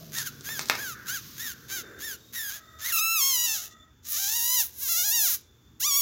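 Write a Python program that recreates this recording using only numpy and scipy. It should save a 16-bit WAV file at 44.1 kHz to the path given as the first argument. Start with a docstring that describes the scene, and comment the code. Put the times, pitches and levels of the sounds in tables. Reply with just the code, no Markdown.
"""Traffic hums outside throughout, with the end of a far horn blast at first and a second blast from 2.4 s.
In the first second a puppy drops a dry husk on tiles, its claws knock and netting rustles under its paws.
From 0.1 s it begs in short creaky squeaks: its vocal folds snap shut in sharp pulses that ring in a small muzzle.
Between squeaks it draws air, heard as coloured noise and a thin nose whistle.
At 2.9 s its voice breaks into four long, loud whines, made by the same folds in a more open muzzle."""
import sys
import numpy as np
from scipy import signal
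from scipy.fft import rfft, irfft
from scipy.io import wavfile
from scipy.ndimage import uniform_filter1d

SR = 44100
rng = np.random.default_rng(int(sys.argv[2]) if len(sys.argv) > 2 else 0)


def master_out(mix):
    """Clip the mix to full scale and print it as 16-bit PCM to the path in sys.argv[1]."""
    frames = np.transpose(np.atleast_2d(mix))
    ceiling = np.clip(frames, -1, 1)
    pcm = np.round(ceiling * 32767).astype(np.int16)
    wavfile.write(sys.argv[1], SR, pcm)


N = 265041

# Levels in the tables are relative: the functions below add their own trims in dB. traffic over time: time_s,
# engines_db, tyre_drone_db
TRAFFIC = [(0.0, -53.5, -59.5), (0.28, -53.5, -60.5), (0.52, -51, -58.5), (0.75, -53, -52.5),
           (0.97, -54.5, -59.5), (1.24, -52, -66), (1.57, -56.5, -63), (1.89, -57, -51), (2.02, -60, -55),
           (2.43, -62, -68.5), (2.58, -64, -71.5), (2.89, -64, -64.5), (3.28, -65, -76), (3.65, -64, -66),
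           (3.87, -64, -75), (4.37, -66.5, -72.5), (4.84, -64.5, -64.5), (5.04, -64.5, -71.5),
           (5.29, -64.5, -66), (5.46, -67.5, -68.5), (5.71, -61, -72), (6.01, -65, -65.5)]
# colour of the engines: frequency_hz, density_db (per Hz)
ENGINE_COLOUR = [(65, -17), (110, 3.5), (124, 3.5), (188, -3.5), (226, 2.5), (297, -5), (320, -2),
                 (420, -32), (700, -120)]
# colour of the steady deep rumble: frequency_hz, density_db (per Hz)
RUMBLE_COLOUR = [(15, -43.5), (25, -39.5), (32, -24), (34, -24), (40, -19.5), (54, -0.5), (81, 4),
                 (130, -21.5), (170, -31.5), (290, -120)]
# colour of the still air: frequency_hz, density_db (per Hz)
AIR_COLOUR = [(240, -36.5), (400, -12.5), (598, -53), (765, -18), (1580, -15.5), (1930, -21.5),
              (3120, -25.5), (3530, -8), (3870, -32), (7060, -21), (8630, -55.5), (16000, -29)]
RUMBLE_DB, AIR_DB = -61, -63
# one engine draws away: time_s, hum_hz (before a small random wobble), level_db
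ENGINE_HUM = [(0, 165.2, -50.5), (.2, 142, -52.5), (.55, 139, -55.5), (.8, 123.7, -58.5), (1.3, 115.7, -65),
              (2.0, 119.5, -67.5), (3.0, 112.1, -70), (6.01, 118.4, -69)]
# far horn: start_s, end_s, note_db, overtones_db
HORN_BLASTS = [(-.1, .17, -54, -85), (2.42, 3.95, -69, -58)]
HORN_HZ, HORN_FADE_S = 638, 0.17

# netting under the paws, as the puppy steps forward and sits down: time_s, level_db
NETTING_LEVEL = [(0, -50.5), (.1, -54), (.45, -62), (.62, -38.5), (.65, -48.5), (.7, -39.5), (.97, -56),
                 (4.0, -77), (6.01, -75.5)]
# colour of the netting, also used for the hiss of breath: frequency_hz, density_db (per Hz)
RUSTLE_COLOUR = [(650, -43), (1100, -12.5), (1490, -14.5), (2130, -18), (4170, -12), (5400, -10.5),
                 (6390, -8.5), (8260, -27.5), (14300, -10.5), (16000, -16)]
# husk and claws touching the tiles: touch_s, knock_db, snap_db
KNOCKS = [(0.18, -38, -22), (0.183, -35, -15), (0.407, -54, -32), (0.488, -32, -39), (0.591, -24.5, -17),
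          (0.61, -47.5, -23), (0.655, -47, -26), (0.684, -43, -22), (0.696, -12, -17), (0.751, -28.5, -27)]
# colour of the dull knock: frequency_hz, density_db (per Hz)
HUSK_COLOUR = [(88, -69.5), (150, -22), (1090, -6.5), (1300, -7), (1570, -5), (2600, -6), (2970, -15.5),
               (3600, -9), (4540, -14), (5200, -11.5), (8100, -29.5), (15000, -19)]
ROOM_T60_S = 0.32   # time for the reflections to fall by 60 dB

# breaths drawn between calls: start_s, length_s, muzzle_db, hiss_db, whistle_hz (before a small wobble), whistle_db
PANTS = [ (0.285, 0.22, -58.5, -54.5, 3450, -59), (0.942, 0.19, -46.5, -61, 3482, -66),
         (1.189, .19, -86, -47.5, 3496, -76), (1.531, 0.3, -57.5, -57, 3703, -64),
         (1.827, 0.19, -49.5, -65, 3600, -56.5), (2.164, 0.16, -95, -61, 3730, -58),
         (2.578, 0.28, -66, -65, 3660, -57.5), (3.66, 0.2, -89, -76, 3563, -57),
         (5.389, .4, -100, -76, 3535, -70.5), ]
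PANT_FADE_S = 0.0083

# resonances of the nose: frequency_hz, width_hz, gain_db
NOSE = [(11110, 320, 12.5), (10860, 120, 6.5), (11700, 110, 15), (15200, 870, -8.5), (14500, 4800, 14.5)]
# resonance of the mouth: frequency_hz, width_hz, gain_db
MOUTH = [(2648, 250, 0)]
# resonances of the muzzle in whines: frequency_hz, width_hz, gain_db
MUZZLE_OPEN = [(1432, 930, -11.5), (4003, 635, -1.5), (4520, 1020, -3.5), (6060, 1020, 1), (6910, 263, 7),
               (7080, 660, -1.5)]
# resonances of the muzzle in squeaks: frequency_hz, width_hz, gain_db
MUZZLE_SHUT = [(1582, 690, 2.5), (3760, 700, 3.5), (4770, 680, 2.5), (5600, 590, 3.5), (6340, 277, 10),
               (7100, 540, 4)]

# short squeaks, most of them an arch of pitch, one almost level with a slight dip:
# start_s, rise_s, fall_s, first_hz, crest_hz (the turning point), last_hz, level_db,
# fundamental_db and treble_db (relative to the level), period_doubling (0-1), flutter (share of the pitch)
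SQUEAKS = [ (0.112, 0.074, 0.075, 1410, 1925, 1149, -36, -9, 0, .4, .026),
           (0.237, 0.015, 0.055, 1581, 1660, 1200, -35, -3, 0.5, .3, 0.022),
           (0.43, 0.091, 0.093, 1400, 1830, 1400, -39, -6.5, 0, 0.4, 0.0035),
           (0.757, 0.06, 0.14, 1320, 1712, 1120, -40, 3, -0.5, 0.55, 0.0055),
           (1.055, 0.089, 0.063, 1189, 1679, 1080, -35.5, -3.5, -1, .38, 0.0099),
           (1.359, 0.077, 0.11, 1404, 1945, 1270, -38.5, -8.5, 0.5, 0.14, .007),
           (1.678, 0.07, 0.087, 1480, 1586, 1220, -36.5, -6.5, -1.5, 0.92, 0.0053),
           (1.982, 0.069, 0.12, 1360, 1852, 1320, -39.5, -7, 0.5, .15, 0.0066),
           (2.32, 0.04, 0.2, 1912, 1925, 1390, -38, -6.5, 2.5, 0.18, 0.0242),
           (2.498, 0.056, 0.05, 1494, 1710, 1530, -41.5, -9, 0, 0.55, 0.017),
           (2.782, 0.028, 0.055, 1632, 1600, 1700, -38, -10, -7, .2, .01),
           (2.815, 0.073, 0.052, 1663, 2143, 1255, -32.5, -8.5, 1.5, 0, 0.022), ]
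SQUEAK_ATTACK_S, SQUEAK_RELEASE_S = 0.04, 0.041
ARCH_BEND = 1.1   # 1 = pointed turning point, 2 = round
# a squeak starts and ends as a creak, its pure tone this much weaker
LOCK_S, UNLOCK_S, CREAK_DROP_DB = 0.045, 0.016, 16
SQUEAK_QUAVER_DB, QUAVER_HZ = 1.0, 30   # the push behind a squeak is unsteady

# the four long whines, one table each: time_s, pitch_hz, effort_db, treble_db (relative to the effort)
FIRST_WHINE = [(2.92, 1410, -34, 9), (2.928, 1314, -33, 4.5), (2.956, 1358, -33.5, 8),
               (2.994, 1218, -26, -1.5), (3.01, 1303, -31.5, 2.5), (3.136, 1345, -31.5, 1),
               (3.17, 1283, -29.5, 2), (3.216, 1074, -25, 0.5), (3.294, 1089, -26, -2),
               (3.392, 955, -28.5, 0), (3.458, 985, -27.5, -2), (3.472, 907.3, -30, -0.5),
               (3.534, 885, -29.5, -2.5), (3.588, 699, -36, -0.5), (3.62, 730, -40, -3),
               (3.658, 897, -43.5, 3), (3.698, 736, -59, -1), (3.72, 697.6, -56.5, -14)]
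SECOND_WHINE = [(4.025, 568, -69.5, -5), (4.061, 596, -44, -3.5), (4.109, 625, -39, 10),
                (4.131, 595, -35, 5.5), (4.161, 588, -30.5, 0), (4.193, 774.2, -31.5, 0.5),
                (4.257, 792, -30, -0.5), (4.371, 972.0, -30, 1.5), (4.399, 920, -32.5, 5),
                (4.549, 1023, -28, 1), (4.607, 906.8, -25, 2), (4.669, 523.5, -50.5, 11.5),
                (4.72, 492, -60, 4)]
THIRD_WHINE = [(4.73, 483, -55, 1), (4.77, 556, -53, 9.5), (4.8, 478.4, -46.5, 9), (4.824, 569, -37.5, 6),
               (4.878, 506.5, -35, 6), (4.89, 683, -31, 3.5), (4.922, 691, -28.5, 2.5),
               (4.948, 649, -30, 2), (4.986, 725, -27, 0), (5.024, 712.9, -29.5, 4), (5.056, 839, -28, -2),
               (5.1, 827, -30, 5), (5.146, 969, -26.5, -0.5), (5.248, 804.5, -28, 4), (5.278, 676, -27, 2),
               (5.302, 506, -31.5, 6), (5.348, 387.6, -33.5, 5), (5.4, 382, -63.5, 4)]
LAST_WHINE = [(5.795, 660.0, -63, 6), (5.803, 662.5, -37.5, 6), (5.847, 1088, -24, -7),
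              (5.871, 1220, -27.5, -1), (5.915, 1118, -25.5, -4.5), (5.963, 1105, -24.5, 0),
              (5.973, 1171, -27, 3), (6.01, 1099, -26.5, 3)]
# how each whine is held: start_roughness (0-1), end_roughness (0-1), start_mouth_db, end_mouth_db, fundamental_db
WHINE_MANNER = [(.06, 0.8, -1.5, 4.5, 0), (0.81, 0.52, -6, -6, 2), (0.12, 0.5, 1.5, -11, 0.5),
                (.15, 0.3, -1, 2, -1.5)]
# the voice breaks from squeak to whine: start_s, end_s, added_flutter (share of the pitch), added_doubling (0-1)
VOICE_BREAK = (2.91, 3.005, .033, .18)
FULL_VOICE_DB, ROUGHER_PER_DB = -34, 0.022   # below this effort the folds grow unsteady
# flutter as a share of the pitch, up to doubled by roughness; period doubling (0-1)
WHINE_FLUTTER, WHINE_DOUBLING = 0.0041, 0.0083
# high notes have more fundamental and ring more in the mouth
PURE_HZ, PURER_DB_PER_OCTAVE, MOUTH_DB_PER_OCTAVE = 1308, 23.5, 19


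def from_db(db):
    """Turn decibels into a plain gain."""
    return 10 ** (np.asarray(db) / 20)


def rms_one(x):
    """Scale a sound to an average level of 1."""
    return x / np.sqrt(np.mean(x ** 2) + 1e-20)


def in_time(rows):
    """Draw straight lines between the rows of a table: one curve per column, sample by sample."""
    rows = np.array(rows)
    times, *columns = rows[np.argsort(rows[:, 0], kind="stable")].T
    return [np.interp(np.arange(N) / SR, times, column) for column in columns]


def held(rows):
    """Hold each column of an event table from the start of one event to the next."""
    rows = np.array(rows)
    event = np.searchsorted(np.sort(rows[:, 0]), np.arange(N) / SR) - 1
    return rows[np.maximum(event, 0)].T


def swell(start, end, attack_s, release_s):
    """Attack, hold and release, from 0 to 1 and back."""
    t = np.arange(N) / SR
    return np.clip(np.minimum((t - start) / attack_s, (end - t) / release_s), 0, 1)


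def drift(rate_hz):
    """Smoothly wandering chance with spread 1; a higher rate wanders faster."""
    r = np.exp(-2 * np.pi * rate_hz / SR)
    wander = signal.lfilter([1], [1, -2 * r, r * r], rng.standard_normal(N + SR))
    return rms_one(wander[SR:])


def cut(x, hz, kind, order=2):
    """Remove the highs, the lows or both with a smooth filter."""
    return signal.sosfilt(signal.butter(order, hz, kind, fs=SR, output="sos"), x)


def resonate(x, modes):
    """Ring several resonances side by side, with alternating signs."""
    out = 0
    for k, (hz, width, db) in enumerate(modes):
        r = np.exp(-np.pi * width / SR)
        gain = (-1) ** k * from_db(db) * (1 - r * r) / 2
        feedback = [1, -2 * r * np.cos(2 * np.pi * hz / SR), r * r]
        out = out + signal.lfilter([gain, 0, -gain], feedback, x + 1e-18)
    return out


def colour(x, spectrum, size=8192):
    """Filter with the given spectrum and unit energy, its response as early as possible (minimum phase)."""
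    hz, db = np.transpose(spectrum)
    octaves = np.log2(np.maximum(np.arange(size // 2 + 1) * SR / size, 1))
    beyond = np.abs(octaves - np.clip(octaves, np.log2(hz[0]), np.log2(hz[-1])))
    # outside the table the spectrum falls by 20 dB per octave
    full_db = np.interp(octaves, np.log2(hz), db) - 20 * beyond
    cepstrum = irfft(np.log(from_db(full_db)))
    kernel = irfft(np.exp(rfft(2 * cepstrum[:size // 2], size)))
    return signal.fftconvolve(x, kernel / np.linalg.norm(kernel))[:N]


def noise(spectrum):
    """Steady noise with the given colour."""
    return rms_one(colour(rng.standard_normal(N), spectrum))


def noise_band(hz, width_hz):
    """Noise sent twice through one resonance."""
    mode = [(hz, width_hz, 0)]
    return rms_one(resonate(resonate(rng.standard_normal(N), mode), mode))


def even(x, size=700):
    """Hold the running level at 1."""
    power = uniform_filter1d(uniform_filter1d(x * x, size), size)
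    return x / np.sqrt(np.abs(power) + 1e-12)


def horn():
    """Far blasts of one note and two overtones, blurred by the street into narrow noise bands."""
    gate = sum(swell(start, end, HORN_FADE_S, HORN_FADE_S) for start, end, *_ in HORN_BLASTS)
    _, _, note_db, overtones_db = held(HORN_BLASTS)
    note = noise_band(HORN_HZ, 81)
    overtones = noise_band(2 * HORN_HZ, 76) + from_db(-4.5) * noise_band(3 * HORN_HZ, 83)
    return gate * (from_db(note_db) * note + from_db(overtones_db) * overtones)


def surroundings(drone_hz=360, drone_width_hz=220, air_db=-5.0, rumble_db=-1.0):
    """Noise for traffic, tyre drone, rumble and still air; a wavering sine for one engine; the far horn."""
    engines_db, drone_db = in_time(TRAFFIC)
    engines = from_db(engines_db) * noise(ENGINE_COLOUR)
    drone = from_db(drone_db) * noise_band(drone_hz, drone_width_hz)
    hum_hz, hum_db = in_time(ENGINE_HUM)
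    hum_phase = 2 * np.pi * np.cumsum(hum_hz * (1 + 0.02 * drift(11))) / SR
    hum = from_db(hum_db + 2 * drift(22)) * np.sqrt(2) * np.sin(hum_phase)
    rumble = from_db(RUMBLE_DB + rumble_db) * noise(RUMBLE_COLOUR)
    air = from_db(AIR_DB + air_db) * noise(AIR_COLOUR)
    return engines + drone + hum + horn() + rumble + air


def netting(grain_db=2.0):
    """The mesh rustles under the paws as grainy noise and settles as the puppy sits."""
    level_db, = in_time(NETTING_LEVEL)
    return from_db(level_db) * rms_one(noise(RUSTLE_COLOUR) * from_db(grain_db * drift(150)))


def knocks(body_db=20.0, snap_db=16.5, scrape_db=-18.0, scrape_s=0.019):
    """Each contact is a dull knock and a bright snap, followed by a short scrape of fibres."""
    touch_s, knock_db, bright_db = np.transpose(KNOCKS)
    knock, snap = np.zeros((2, N))
    at = ((touch_s + 0.0025) * SR).astype(int)   # the force peaks just after first touch
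    knock[at] = from_db(knock_db + body_db)
    snap[at] = from_db(bright_db + snap_db)
    t = np.arange(SR // 4) / SR
    crackle = rng.random(len(t)) < 1800 / SR   # about 1800 tiny snaps a second
    fibres = rms_one(rng.standard_normal(len(t)) * crackle)
    contact = from_db(scrape_db - 13.5) * fibres * np.exp(-t / scrape_s)
    contact[0] = 1   # the hit itself
    hits = cut(colour(knock, HUSK_COLOUR), 14000, "low") + cut(snap, [3300, 7500], "band")
    return signal.fftconvolve(hits, contact)[:N]


def pants(hz=1520, width_hz=400, octave_db=-10.5):
    """Air drawn in through the lowest resonance of the muzzle, with a hiss and a thin whistle in the nose."""
    gate = sum(swell(start, start + length, PANT_FADE_S, PANT_FADE_S) for start, length, *_ in PANTS)
    _, _, muzzle_db, hiss_db, whistle_hz, whistle_db = held(PANTS)
    phase = 2 * np.pi * np.cumsum(whistle_hz * (1 + 0.006 * drift(8))) / SR
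    whistle = (0.7 + 0.5 * drift(45)) * np.sin(phase)
    whistle = whistle + from_db(octave_db) * drift(200) * np.sin(2 * phase)
    breath = from_db(muzzle_db) * noise_band(hz, width_hz)
    hiss = from_db(hiss_db) * noise(RUSTLE_COLOUR)
    return gate * (breath + hiss + from_db(whistle_db) * whistle)


def closures(pitch, jitter_s, shimmer_db, doubling=0., size=8):
    """Vocal folds snap shut once a cycle, a little early or late, weak or strong; doubling weakens every other."""
    each = np.ones(N)
    turns = np.cumsum(pitch) / SR
    at = np.flatnonzero(np.diff(np.floor(turns)))
    chance = rng.standard_normal((N // 10, 2))[:len(at)]
    on_time = at + (np.ceil(turns[at]) - turns[at]) * SR / pitch[at]
    exact = on_time + (jitter_s * each)[at] * SR * chance[:, 0]
    strength = from_db((shimmer_db * each)[at] * chance[:, 1])
    strength = strength * (1 + (doubling * each)[at] * (-1) ** np.arange(len(at)))
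    # a short windowed sinc places each pulse between samples
    taps = np.floor(exact).astype(int)[:, None] + np.arange(1 - size, size + 1)
    offset = taps - exact[:, None]
    pulses = strength[:, None] * np.sinc(offset) * np.cos(np.pi * offset / (2 * size)) ** 2
    return np.bincount(np.clip(taps, 0, N - 1).ravel(), pulses.ravel(), N)


def throat(pulses, pitch, muzzle_modes, tone_db, mouth_db, treble_db, top_hz=7900):
    """A pure tone plus pulses ringing in mouth, muzzle and nose; the mouth flares when a harmonic crosses it."""
    tone = np.sqrt(2) * np.cos(2 * np.pi * np.cumsum(pitch) / SR)
    mouth = cut(resonate(pulses, MOUTH), [2200, 3300], "band")
    muzzle = cut(resonate(pulses, muzzle_modes), 846, "high", order=4)
    muzzle = cut(muzzle, top_hz, "low", order=5)
    # the bare snap comes through the nose too
    nose = cut(resonate(pulses, NOSE) + 0.8 * pulses, 10200, "high", order=4)
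    rings = from_db(mouth_db) * rms_one(mouth) + even(muzzle) + from_db(treble_db) * even(nose)
    return from_db(tone_db) * tone + rings


def squeaks(tone_db=-3.0, mouth_db=-37.0, treble_gain_db=-0.4, creak_hz=390):
    """A high whistle over a slow, uneven creak; the stronger the whistle, the more regular the closures."""
    t = np.arange(N) / SR
    start, rise_s, fall_s, first_hz, crest_hz, last_hz, _, pure_db, treble_db, doubling, flutter = held(SQUEAKS)
    calls = [(begin, begin + rise + fall, db) for begin, rise, fall, _, _, _, db, *_ in SQUEAKS]
    envelope = np.max([from_db(db) * swell(begin, finish, SQUEAK_ATTACK_S, SQUEAK_RELEASE_S)
                       for begin, finish, db in calls], axis=0)
    locked = np.max([swell(begin, finish, LOCK_S, UNLOCK_S) for begin, finish, _ in calls], axis=0)

    crest = start + rise_s
    from_crest = np.clip(np.maximum((crest - t) / rise_s, (t - crest) / fall_s), 0, 1)
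    edge_hz = np.where(t < crest, first_hz, last_hz)
    pitch = crest_hz + (edge_hz - crest_hz) * from_crest ** ARCH_BEND
    pitch = pitch * (1 + flutter * drift(130))

    fundamental_db = pure_db - CREAK_DROP_DB * (1 - locked)
    clear = np.clip(3.8 * from_db(fundamental_db) ** 2, 0, 0.85)   # share of regular closures
    whistle = even(closures(pitch, 7e-6, 0.9, doubling))
    creak = even(closures(creak_hz * np.exp(0.13 * drift(40)), 1.2e-4, 3.8))
    air = rng.standard_normal(N)
    source = np.sqrt(clear) * whistle + np.sqrt(1 - clear) * (0.97 * creak + 0.22 * air)
    locked_db = 10 * np.log10(np.minimum(2 * clear, 1))   # the pure tone fades while the folds only creak
    push = from_db(SQUEAK_QUAVER_DB * drift(QUAVER_HZ))
    voice = throat(source, pitch, MUZZLE_SHUT, fundamental_db + tone_db + locked_db, mouth_db,
                   treble_db + treble_gain_db)
    return envelope * push * voice


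def whines(level_db=0.24, tone_db=-7.0, mouth_gain_db=-3.5, treble_gain_db=0.44):
    """Full voice: uneven closures blur the high harmonics first and leave the low ones clean."""
    calls = [FIRST_WHINE, SECOND_WHINE, THIRD_WHINE, LAST_WHINE]
    gate = np.max([swell(call[0][0], call[-1][0] + 0.025, 0.004, 0.012) for call in calls], axis=0)
    pitch, effort_db, treble_db = [uniform_filter1d(curve, size=220) for curve in in_time(np.vstack(calls))]
    manner = []
    for call, (first_rough, last_rough, first_db, last_db, db) in zip(calls, WHINE_MANNER):
        manner.append((call[0][0], first_rough, first_db, db))
        manner.append((call[-1][0], last_rough, last_db, db))
    held_rough, opening_db, pure_db = in_time(manner)
    weakness_db = np.maximum(FULL_VOICE_DB - effort_db, 0)
    rough = np.clip(held_rough + ROUGHER_PER_DB * weakness_db, 0, 1)

    octaves = np.log2(pitch / PURE_HZ)
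    fundamental_db = tone_db + pure_db + PURER_DB_PER_OCTAVE * octaves
    mouth_db = mouth_gain_db + opening_db + MOUTH_DB_PER_OCTAVE * octaves

    break_start, break_end, break_flutter, break_doubling = VOICE_BREAK
    breaking = swell(break_start, break_end, 0.01, 0.01)
    flutter = WHINE_FLUTTER * (1 + rough) + break_flutter * breaking
    pitch = pitch * (1 + flutter * drift(130))
    jitter_s = (0.0012 + 0.018 * rough + 0.06 * rough ** 6) / pitch
    shimmer_db = 0.2 + 1.3 * rough + 2 * rough ** 4
    pulses = even(closures(pitch, jitter_s, shimmer_db, WHINE_DOUBLING + break_doubling * breaking))
    air = 0.25 * rough ** 1.5 * cut(rng.standard_normal(N), 3000, "high")
    tremble = from_db(1.1 * rough * drift(60))
    treble_db = treble_db + treble_gain_db + 1.0 * drift(50)   # the treble flickers
    voice = throat(pulses + air, pitch, MUZZLE_OPEN, fundamental_db, mouth_db, treble_db)
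    return gate * tremble * from_db(effort_db + level_db) * voice


def room(x, wall_cut_hz=5000):
    """Diffuse reflections from tiles and walls: fading noise, duller than the direct sound."""
    t = np.arange(SR // 2) / SR
    tail = cut(rng.standard_normal(len(t)), wall_cut_hz, "low")
    tail = tail * from_db(-60 * t / ROOM_T60_S) * (t > 0.004)   # the first reflection takes 4 ms
    return signal.fftconvolve(x, tail / np.linalg.norm(tail))[:N]


def scene(voice_room_db=-18.5, knock_room_db=-10.5):
    """Add all sources and the room's reflections, the same in both channels."""
    background = surroundings() + netting()
    husk = knocks()
    voice = pants() + squeaks() + whines()
    wet = room(from_db(voice_room_db) * voice + from_db(knock_room_db) * husk)
    return np.tile(background + husk + voice + wet, (2, 1))


def record(dry):
    """Cut the top steeply above 15850 Hz."""
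    return signal.sosfilt(signal.ellip(10, 0.3, 70, 15850, fs=SR, output="sos"), dry)


dry = scene()
out = record(dry)
master_out(out)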